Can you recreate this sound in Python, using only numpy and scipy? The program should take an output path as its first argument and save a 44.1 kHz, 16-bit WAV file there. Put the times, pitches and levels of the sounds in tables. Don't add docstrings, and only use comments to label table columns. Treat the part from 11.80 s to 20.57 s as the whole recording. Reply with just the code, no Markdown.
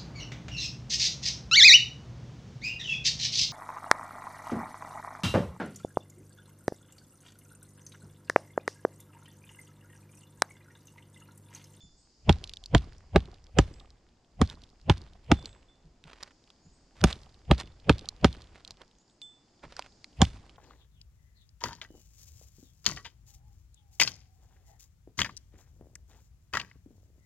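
import sys
import numpy as np
from scipy import signal
from scipy.fft import rfft, irfft, next_fast_len
from scipy.io import wavfile
from scipy.ndimage import uniform_filter1d

SR = 44100
rng = np.random.default_rng(int(sys.argv[2]) if len(sys.argv) > 2 else 0)


def store_pcm(level_fs):
    pcm = np.round(np.clip(level_fs, -1, 1) * 32767).astype(np.int16)
    wavfile.write(sys.argv[1], SR, np.atleast_2d(pcm).T)


N = 386757

TIME = np.arange(N) / SR
BLOW_TIME = TIME[:SR * 3 // 4]
OPPOSITE = np.array([[1], [-1]])
CUTOFF_HZ = 16000
LEVEL_WINDOW_S = .025

# [f/Hz, level/dB per Hz]
AIR_COLOUR = [(25, -5), (60, -5), (150, -1), (330, -2.5), (500, -10), (780, -9.5), (1200, -17),
              (2500, -22.5), (3800, -23), (6000, -25.5), (7500, -26.5), (10000, -43.5), (15000, -53)]
# [t/s, level/dB]
HUSH_CURVE = [(0.0, -72.5), (0.51, -69.5), (6.96, -66), (7.23, -69), (8.77, -63)]
# [t/s, level/dB]
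INSECT_CURVE = [(0.0, -72), (0.61, -72), (2.32, -84), (2.88, -78), (4.2, -84), (4.44, -75), (7.52, -79),
                (8.13, -70.5), (8.77, -81)]
# [f/Hz, level/dB per Hz]
INSECT_COLOUR = [(2500, -40), (4000, -13), (4600, -1), (5100, 0), (5900, -9.5), (6800, -6), (8000, -17),
                 (11000, -40)]

# [t/s, level/dB, gap to the second whistle/s]
BIRD_CALLS = [(0.0, -57.5, .16), (4.82, -61.5, 0.092), (7.18, -65.5, .1)]
# [start f/Hz, end f/Hz, relative level/dB]
FIRST_WHISTLE = [(6550, 7130, 0)]
# [start f/Hz, end f/Hz, relative level/dB]
SECOND_WHISTLE = [(7330, 8190, -6.5), (6550, 6900, -7.5)]

# [f/Hz, level/dB per Hz]
RUMBLE_COLOUR = [(20, -5), (40, 1), (70, -5), (120, -15), (250, -40.5), (1000, -80.5)]
SWAY_DB, SWAY_T60_S, PRESS_SWAY_DB, REST_DB = -51, 1.9, -11, -80

# [t/s, peak level/dB]
PRESSES = [(0.03, -51), (4.045, -50.5), (4.24, -48), (4.85, -48.5), (6.879, -55), (7.835, -46)]
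# [start t/s, length/s, level before dulling/dB, treble edge f/Hz]
RUBS = [(2.679, 0.069, -51, 7000), (4.245, .3, -53, 4000), (5.151, 0.11, -59.5, 7000),
        (5.265, .095, -41.5, 8970), (5.775, 0.056, -39.5, 9000), (6.72, .15, -61, 3980),
        (6.86, .08, -51, 1000), (6.972, .085, -48, 900), (7.821, .07, -48, 1200), (7.89, .21, -53, 4500)]
# [f/Hz, level/dB per Hz]
RUB_COLOUR = [(100, -5.5), (400, 1), (800, 2), (2200, 0), (4500, -4), (8000, -12), (11000, -21),
              (16000, -32)]
RUB_ATTACK_S, RUB_RELEASE_SHARE = 0.013, 0.49

# [f/Hz, relative level/dB, 60 dB decay/s]
HEAD_MODES = [(3375, -15, .3), (3510, 1, .4), (4500, -20, .08), (6648, -24, .5), (7687, -14, 0.49),
              (9502, -28, .18)]
# [t/s, level/dB, extra level of the upper modes/dB]
TINKS = [(0.006, -55.5, -22), (1.93, -78, 26), (3.575, -53, -2), (3.668, -62, 14), (3.885, -63.5, -6),
         (5.8, -59, -8), (7.417, -42.5, -1.5)]
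BLOW_RING_DB, BLOW_RING_UPPER_DB, RING_DB_PER_OCTAVE = -59, -5, 32

# [t/s, peak level/dB]
LIGHT_TICKS = [(0.5256, -23), (0.6397, -22), (0.6743, -33), (0.694, -26.5), (0.7356, -25), (0.7694, -29),
               (0.838, -31.5), (0.8587, -27), (0.9791, -24), (2.0007, -39.5), (2.6984, -27.5), (2.837, -38),
               (3.6566, -22.5), (6.1818, -31), (6.192, -28), (6.2875, -15), (6.5275, -30), (6.6187, -37.5),
               (6.848, -30.5), (6.8763, -30.5), (7.416, -30), (8.45, -26)]
# [t/s, peak level/dB, centre f/Hz, body level/dB]
SNAPS = [(4.239, -36, 2650, -47), (4.4281, -27.5, 4930, -34), (4.4318, -23.5, 4300, -30),
         (4.702, -39, 3300, -48), (5.2132, -26, 3310, -29), (5.3275, -19, 3500, -41),
         (5.7795, -28.5, 3620, -39), (5.7994, -22, 3170, -37), (6.9069, -26, 4500, -41),
         (7.017, -37, 3280, -43), (7.9655, -28.5, 4840, -33), (7.9922, -26, 4600, -18.5),
         (8.0224, -31.5, 2680, -51), (8.2427, -29, 4290, -31.5)]
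LIGHT_TICK_HZ, LIGHT_TAP_DB = 3800, -27
STRAYS_PER_S, STRAY_DB, STRAY_SPREAD_DB, STRAY_FALL_DB_PER_S = 14, -39, 3.5, 25
SETTLE_DB, SETTLE_WITHIN_S, SETTLE_FALL_DB_PER_S = -45, 0.27, 30.5

# [t/s, strength/dB, stiffness of the spot as a pitch factor,
# extra knock of the board/dB, extra steel edge/dB]
BLOWS = [(0.4936, 0.53, .95, 0, -3), (0.948, 0.76, .93, 0, -2.5), (1.3599, -2.4, .97, 2.5, -5),
         (1.7863, 0.65, .95, 2.5, 4), (2.615, -4, 1.02, -2.5, 1), (3.0973, -0.6, 1, -3, -4),
         (3.5161, .5, 1.12, 3.5, 0), (5.2397, 0, 1.02, 0.2, 8), (5.7123, -0.4, 1, 1, -5),
         (6.095, 1.5, 1.1, 3, -4), (6.445, 0.6, 1.1, 2, 1), (8.417, 1.7, 1.04, -6.5, 7.5)]
# [level/dB, dB gained per dB of strength]
REGISTERS = [(-19, .5), (-18.5, .5), (-22, .9), (-24, .8), (-27, 1.87), (-38, 1)]
REGISTER_EDGES = [120, 260, 630, 1500, 5000]
BOOM_LOSS_DB_PER_OCTAVE = 19
# [f/Hz, relative level/dB, 60 dB decay/s]
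DECK_MODES = [(60.5, -1, .13), (91.6, -3, .12), (143.6, 0.5, .055), (223, -2, .04), (313, 0, 0.036),
              (418, -2.5, .03), (556, -7, .03), (707, -1, .035), (793, -1, .04), (1002, -3, .025),
              (1192, -2, 0.021), (1676, -3.5, 0.0079), (2090, -2, .007), (2900, 1, .007), (3270, 1, 0.0076),
              (4100, -2, 0.0031), (5240, 0, 0.0037), (6960, -0.5, 0.005), (8770, -9, 0.0037)]
# [f/Hz, early level/dB, early 60 dB decay/s, late level/dB, late 60 dB decay/s]
SPREAD = [(35, -47, 0.29, -52, 1.2), (70, -31, .22, -43.5, 0.8), (140, -28, 0.18, -41.5, 0.55),
          (280, -30, .07, -57, 0.85), (560, -33, .065, -60.5, 1.4), (1100, -31, .065, -60.5, 1.0),
          (2200, -34.5, 0.084, -61.5, 1.1), (4504, -38.5, 0.11, -61, 0.7), (8000, -52, 0.1, -71.5, .8),
          (13000, -70, .08, -88, .8)]
# [f/Hz, level/dB, 60 dB rise/s]
FADE_IN = [(35, -48, 0.28), (70, -27.5, 0.1071), (140, -19, 0.0633), (280, -23, 0.01), (560, -26, 0.0647),
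           (950, -28.5, 0.0377), (1400, -47, 0.048), (2700, -48, 0.12), (4500, -63, -0.05),
           (13000, -88, 0.5)]

# [f/Hz, left minus right level/dB, lead of the left/rad]
PORTS = [(60, 0.36, -0.19), (350, -0.85, 0.27), (650, -4.5, 0.27), (850, -6.5, -.2), (1030, -7.5, 0.32),
         (1400, -4.5, .55), (2000, -3, 0.0033), (2400, 0.5, -0.013), (3100, -3.5, 0.004),
         (5004, -2.5, -0.71), (7000, -4.5, -0.84), (8200, -3, -0.83), (9300, -3, 0.72), (15000, -2, 0.18)]


def from_db(db):
    return 10 ** (np.asarray(db) / 20)


def rms_one(x):
    return x / np.sqrt(np.mean(x ** 2) + 1e-20)


def at_hz(rows, hz):
    freq, *columns = np.transpose(rows)
    log_hz = np.log(np.maximum(hz, 1))
    return [np.interp(log_hz, np.log(freq), column) for column in columns]


def add(out, s, sound):
    start = round(s * SR)
    first = max(start, 0)
    last = max(min(start + sound.shape[-1], N), start)
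    out[..., first:last] += sound[..., first - start:last - start]


def fade(t, t60):
    return np.exp(-np.log(1000) * t / t60)


def butter(x, order, hz, kind="low"):
    return signal.sosfilt(signal.butter(order, hz, kind, fs=SR, output="sos"), x)


def resonate(x, hz, t60):
    r = fade(1 / SR, t60)
    drive = x.copy()
    drive[..., 2:] -= x[..., :-2]
    feedback = [1, -2 * r * np.cos(2 * np.pi * hz / SR), r * r]
    return signal.lfilter([(1 - r * r) / 2], feedback, drive + 1e-18)


def colour(x, spectrum):
    size = next_fast_len(N)
    gain = from_db(at_hz(spectrum, np.fft.rfftfreq(size, 1 / SR))[0])
    return rms_one(irfft(rfft(x, size) * gain, size)[:N])


def flicker(per_s):
    steps = rng.standard_normal(N // 20)
    return rms_one(np.interp(TIME * per_s, np.arange(len(steps)), steps))


def grains(per_s, spread_db):
    sizes = from_db(spread_db * np.minimum(rng.exponential(1, N), 4))
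    return (rng.random(N) < per_s / SR) * sizes * rng.choice([-1, 1], N)


def contact(t, slip, slip_t60, scatter):
    common, apart = slip * rng.standard_normal((2, len(t))) * fade(t, slip_t60)
    force = common + scatter * np.diff(apart, prepend=0) * OPPOSITE
    force[:, 0] += 1
    return force


def tick(db, hz, tap_db, tick_db=-1., body_db=-5.0, ring_t60=.002, tap_hz=1200):
    force = contact(TIME[:SR // 20], slip=0.11, slip_t60=.014, scatter=0.49)
    click = resonate(resonate(force, hz, ring_t60), hz, 0.00058)
    varied_hz = tap_hz * np.exp(0.33 * rng.normal())
    tap = resonate(resonate(force, varied_hz, 0.0043), tap_hz, 0.0013)
    click_part = from_db(db + tick_db) * click / abs(click).max()
    return click_part + from_db(tap_db + body_db) * tap / abs(tap).max()


def light_tick(db, pitch_spread):
    return tick(db, LIGHT_TICK_HZ * np.exp(pitch_spread * rng.normal()), db + LIGHT_TAP_DB)


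def register_levels():
    _, strength, stiffness, knock, edge = np.transpose(BLOWS)
    average, growth = np.transpose(REGISTERS)
    levels = average + np.outer(strength, growth)
    levels[:, 0] -= BOOM_LOSS_DB_PER_OCTAVE * np.log2(stiffness)
    levels[:, 2] += knock
    levels[:, -1] += edge
    return levels


def far_noise(spectrum, curve, width):
    mid, side = (colour(rng.standard_normal(N), spectrum) for _ in range(2))
    side = butter(side, 1, 700, "high")
    level = from_db(np.interp(TIME, *np.transpose(curve)))
    return level * (mid + width * side * OPPOSITE)


def air(insects_db=1.):
    hush = far_noise(AIR_COLOUR, HUSH_CURVE, width=.5)
    insects = far_noise(INSECT_COLOUR, INSECT_CURVE, width=.6)
    return hush + from_db(insects_db) * insects


def bird(length_s=.06, waver_hz=190., echo_t60=.6, bird_db=-5.5):
    out, t = np.zeros(N), BLOW_TIME
    progress = np.clip(t / length_s, 0, 1)
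    for s, db, gap in BIRD_CALLS:
        for start, voices in ((s, FIRST_WHISTLE), (s + gap, SECOND_WHISTLE)):
            for start_hz, end_hz, voice_db in voices:
                glide = start_hz + (end_hz - start_hz) * np.sin(np.pi * progress / 2)
                waver = rms_one(uniform_filter1d(rng.standard_normal(len(t)), size=90))
                hz = glide + waver_hz * waver
                whistle = np.sin(2 * np.pi * np.cumsum(hz) / SR) * np.sin(np.pi * progress)
                smear = rng.standard_normal(len(t)) * fade(t, echo_t60)
                echoes = signal.fftconvolve(whistle, smear)[:len(t)]
                call = whistle + 1.2 * echoes / abs(echoes).max()
                add(out, start, from_db(db + voice_db + bird_db) * call)
    return out


def sway():
    power = np.full(N, from_db(REST_DB) ** 2)
    boom_change = register_levels()[:, 0] - REGISTERS[0][0]
    pushes = [(s, SWAY_DB + db) for (s, *_), db in zip(BLOWS, boom_change)]
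    pushes += [(s, db + PRESS_SWAY_DB) for s, db in PRESSES]
    for s, db in pushes:
        add(power, s, (from_db(db) * fade(TIME, SWAY_T60_S)) ** 2)
    return np.sqrt(power) * colour(rng.standard_normal(N), RUMBLE_COLOUR)


def loose_grit(shaken_db=-55.5, idle_db=-82., settle_t60=0.63):
    activity = np.full(N, from_db(idle_db))
    for s, *_ in BLOWS:
        add(activity, s, from_db(shaken_db) * fade(BLOW_TIME, settle_t60))
    patter = sum(resonate(grains(26, 4.3), hz, 0.0028) for hz in (900, 1500, 2740, 3430, 4440))
    return activity * rms_one(butter(patter, 2, 7000))


def scraping(crackle_db=4.0, catch_db=4.5, grains_per_s=1500, catches_per_s=110):
    out, t = np.zeros(N), BLOW_TIME
    catching = rms_one(from_db(catch_db * flicker(catches_per_s)))
    scrape = catching * colour(grains(grains_per_s, crackle_db), RUB_COLOUR)
    for s, length, db, edge_hz in RUBS:
        grit = scrape[round(s * SR):][:len(t)]
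        ease_off = (length - t) / (RUB_RELEASE_SHARE * length)
        stroke = np.minimum(t / RUB_ATTACK_S, ease_off)[:len(grit)]
        add(out, s, from_db(db) * np.clip(stroke, 0, 1) * butter(grit, 1, edge_hz))
    return out


def presses():
    out, t = np.zeros(N), BLOW_TIME
    for s, db in PRESSES:
        push = rng.standard_normal(len(t)) * fade(t, 0.2)
        thud = sum(resonate(resonate(push, hz, t60), hz, 0.025) for hz, _, t60 in DECK_MODES[:3])
        add(out, s, from_db(db) * thud / abs(thud).max())
    return out


def head():
    out, t = np.zeros(N), BLOW_TIME
    struck = []
    for s, _, stiffness, _, edge in BLOWS:
        ring_db = BLOW_RING_DB + edge / 2 + RING_DB_PER_OCTAVE * np.log2(stiffness)
        struck.append((s, ring_db, BLOW_RING_UPPER_DB))
    for s, db, upper_db in TINKS + struck:
        for k, (hz, mode_db, t60) in enumerate(HEAD_MODES):
            gain = from_db(db + mode_db + upper_db * (k > 2))
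            add(out, s, gain * np.sin(2 * np.pi * hz * t) * fade(t, t60))
    return out


def strays(pitch_spread=0.16, after_rub_db=-8.5, count=4):
    out = np.zeros((2, N))
    causes = [(s, 0) for s, *_ in BLOWS]
    causes += [(s + length, after_rub_db) for s, length, *_ in RUBS]
    for s, offset_db in causes:
        for wait in np.cumsum(rng.uniform(.2, 1.8, count)) / STRAYS_PER_S:
            db = STRAY_DB + offset_db - STRAY_FALL_DB_PER_S * wait + STRAY_SPREAD_DB * rng.normal()
            add(out, s + wait, light_tick(db, pitch_spread))
    return out


def ticks(pitch_spread=.08, lag_s=.0009):
    out = np.zeros((2, N))
    for s, db in LIGHT_TICKS:
        add(out, s + lag_s, light_tick(db, pitch_spread))
    for s, *snap in SNAPS:
        add(out, s + lag_s, tick(*snap))
    return out


def settling(first_s=0.067, mode_spread_db=5., count=3):
    out, t = np.zeros(N), TIME[:SR // 10]
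    for s, *_ in BLOWS:
        for wait in first_s + SETTLE_WITHIN_S * rng.random(count):
            knock = np.zeros(len(t))
            for k, (hz, db, t60) in enumerate(DECK_MODES[3:11]):
                gain = (-1) ** k * from_db(db + mode_spread_db * rng.normal())
                knock += gain * np.sin(2 * np.pi * hz * t) * fade(t, t60)
            level = from_db(SETTLE_DB - SETTLE_FALL_DB_PER_S * wait)
            add(out, s + wait, level * knock / abs(knock).max())
    return out


def spread(width=0.56, fade_in_db=-4.0, early_db=-2.5, late_db=-3.5, rattle_db=3.):
    out, t = np.zeros((2, N)), BLOW_TIME
    edges = 25 * 2 ** np.arange(0, 9.6, .5)
    white = rng.standard_normal((2, 2, N))
    times, levels = np.array(BLOWS)[:, 0], register_levels()
    strengths = levels - levels.mean(axis=0)
    rattle = rms_one(from_db(rattle_db * flicker(200)))
    for k, (low, high) in enumerate(zip(edges, edges[1:])):
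        hz = np.sqrt(low * high)
        early, early_t60, late, late_t60 = at_hz(SPREAD, hz)
        before_db, rise = at_hz(FADE_IN, hz)
        early_part = from_db(early + early_db) * fade(t, early_t60)
        late_part = from_db(late + late_db) * fade(t, late_t60)
        after = np.hypot(early_part, late_part)
        before = from_db(before_db + fade_in_db) * fade(t, rise)[::-1]
        shape = np.concatenate([before, after])
        envelope = np.zeros(N)
        for s, db in zip(times, strengths[:, np.searchsorted(REGISTER_EDGES, hz)]):
            add(envelope, s - len(t) / SR, from_db(0.76 * db) * shape)
        mid, side = rms_one(butter(white[k % 2], 2, [low, high], "band"))
        stereo = mid + width * hz / (hz + 900) * side * OPPOSITE
        out += envelope * (rattle if k > 7 else 1) * stereo
    return out


def house_echo(x, delay_s=0.12, echo_db=-34.5, low_hz=220, high_hz=480):
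    dull = butter(x + 1e-18, 2, [low_hz, high_hz], "band")
    out = np.zeros((2, N))
    add(out, delay_s, from_db(echo_db) * dull)
    return out


def blows(mode_spread_db=2.04, detune=.035, register_db=(1., 1.3, 0., -1.3, -.5, .5),
          lowest_hz=42, cushion_hz=5200):
    out, t = np.zeros((2, N)), BLOW_TIME[:SR // 3]
    for (s, _, pitch, *_), levels in zip(BLOWS, register_levels()):
        force = contact(t, slip=.1, slip_t60=.02, scatter=0.64)
        registers = np.zeros((len(levels), 2, len(t)))
        for k, (hz, db, t60) in enumerate(DECK_MODES):
            register = np.searchsorted(REGISTER_EDGES, hz)
            spot_pitch = pitch if register < 2 else 1
            tuned = hz * spot_pitch * np.exp(detune * rng.normal())
            gain = (-1) ** k * from_db(db + mode_spread_db * rng.normal()) * t60
            registers[register] += gain * resonate(force, tuned, t60)
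        registers[:-1] = butter(registers[:-1], 4, cushion_hz)
        for sound, db, trim in zip(registers, levels, register_db):
            energy = np.sum(sound.mean(axis=0) ** 2)
            add(out, s, -from_db(db + trim) * sound * np.sqrt(LEVEL_WINDOW_S * SR / energy))
    return butter(out + 1e-18, 2, lowest_hz, "high")


def ports(x):
    size = next_fast_len(N + SR // 10)
    balance_db, lead = at_hz(PORTS, np.fft.rfftfreq(size, 1 / SR))
    tilt = from_db(balance_db / 2) * np.exp(.5j * lead)
    pair = np.array([tilt, 1 / tilt]) * 2 / (abs(tilt) + 1 / abs(tilt))
    return irfft(rfft(x, size) * pair, size)[:, :N]


def scene():
    background = air() + bird() + sway()
    hand_work = scraping() + presses() + head()
    small_sounds = loose_grit() + strays() + ticks()
    hits = blows()
    near = hand_work + small_sounds + settling() + spread() + house_echo(hits) + hits
    return background + ports(near)


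def record(dry, ceiling=.85, treble_hz=11500):
    rounded = dry / (1 + (dry / ceiling) ** 4) ** (1 / 4)
    dull = butter(rounded, 4, treble_hz)
    return signal.sosfilt(signal.ellip(8, .1, 80, CUTOFF_HZ, fs=SR, output="sos"), dull)


dry = scene()
out = record(dry)
store_pcm(out)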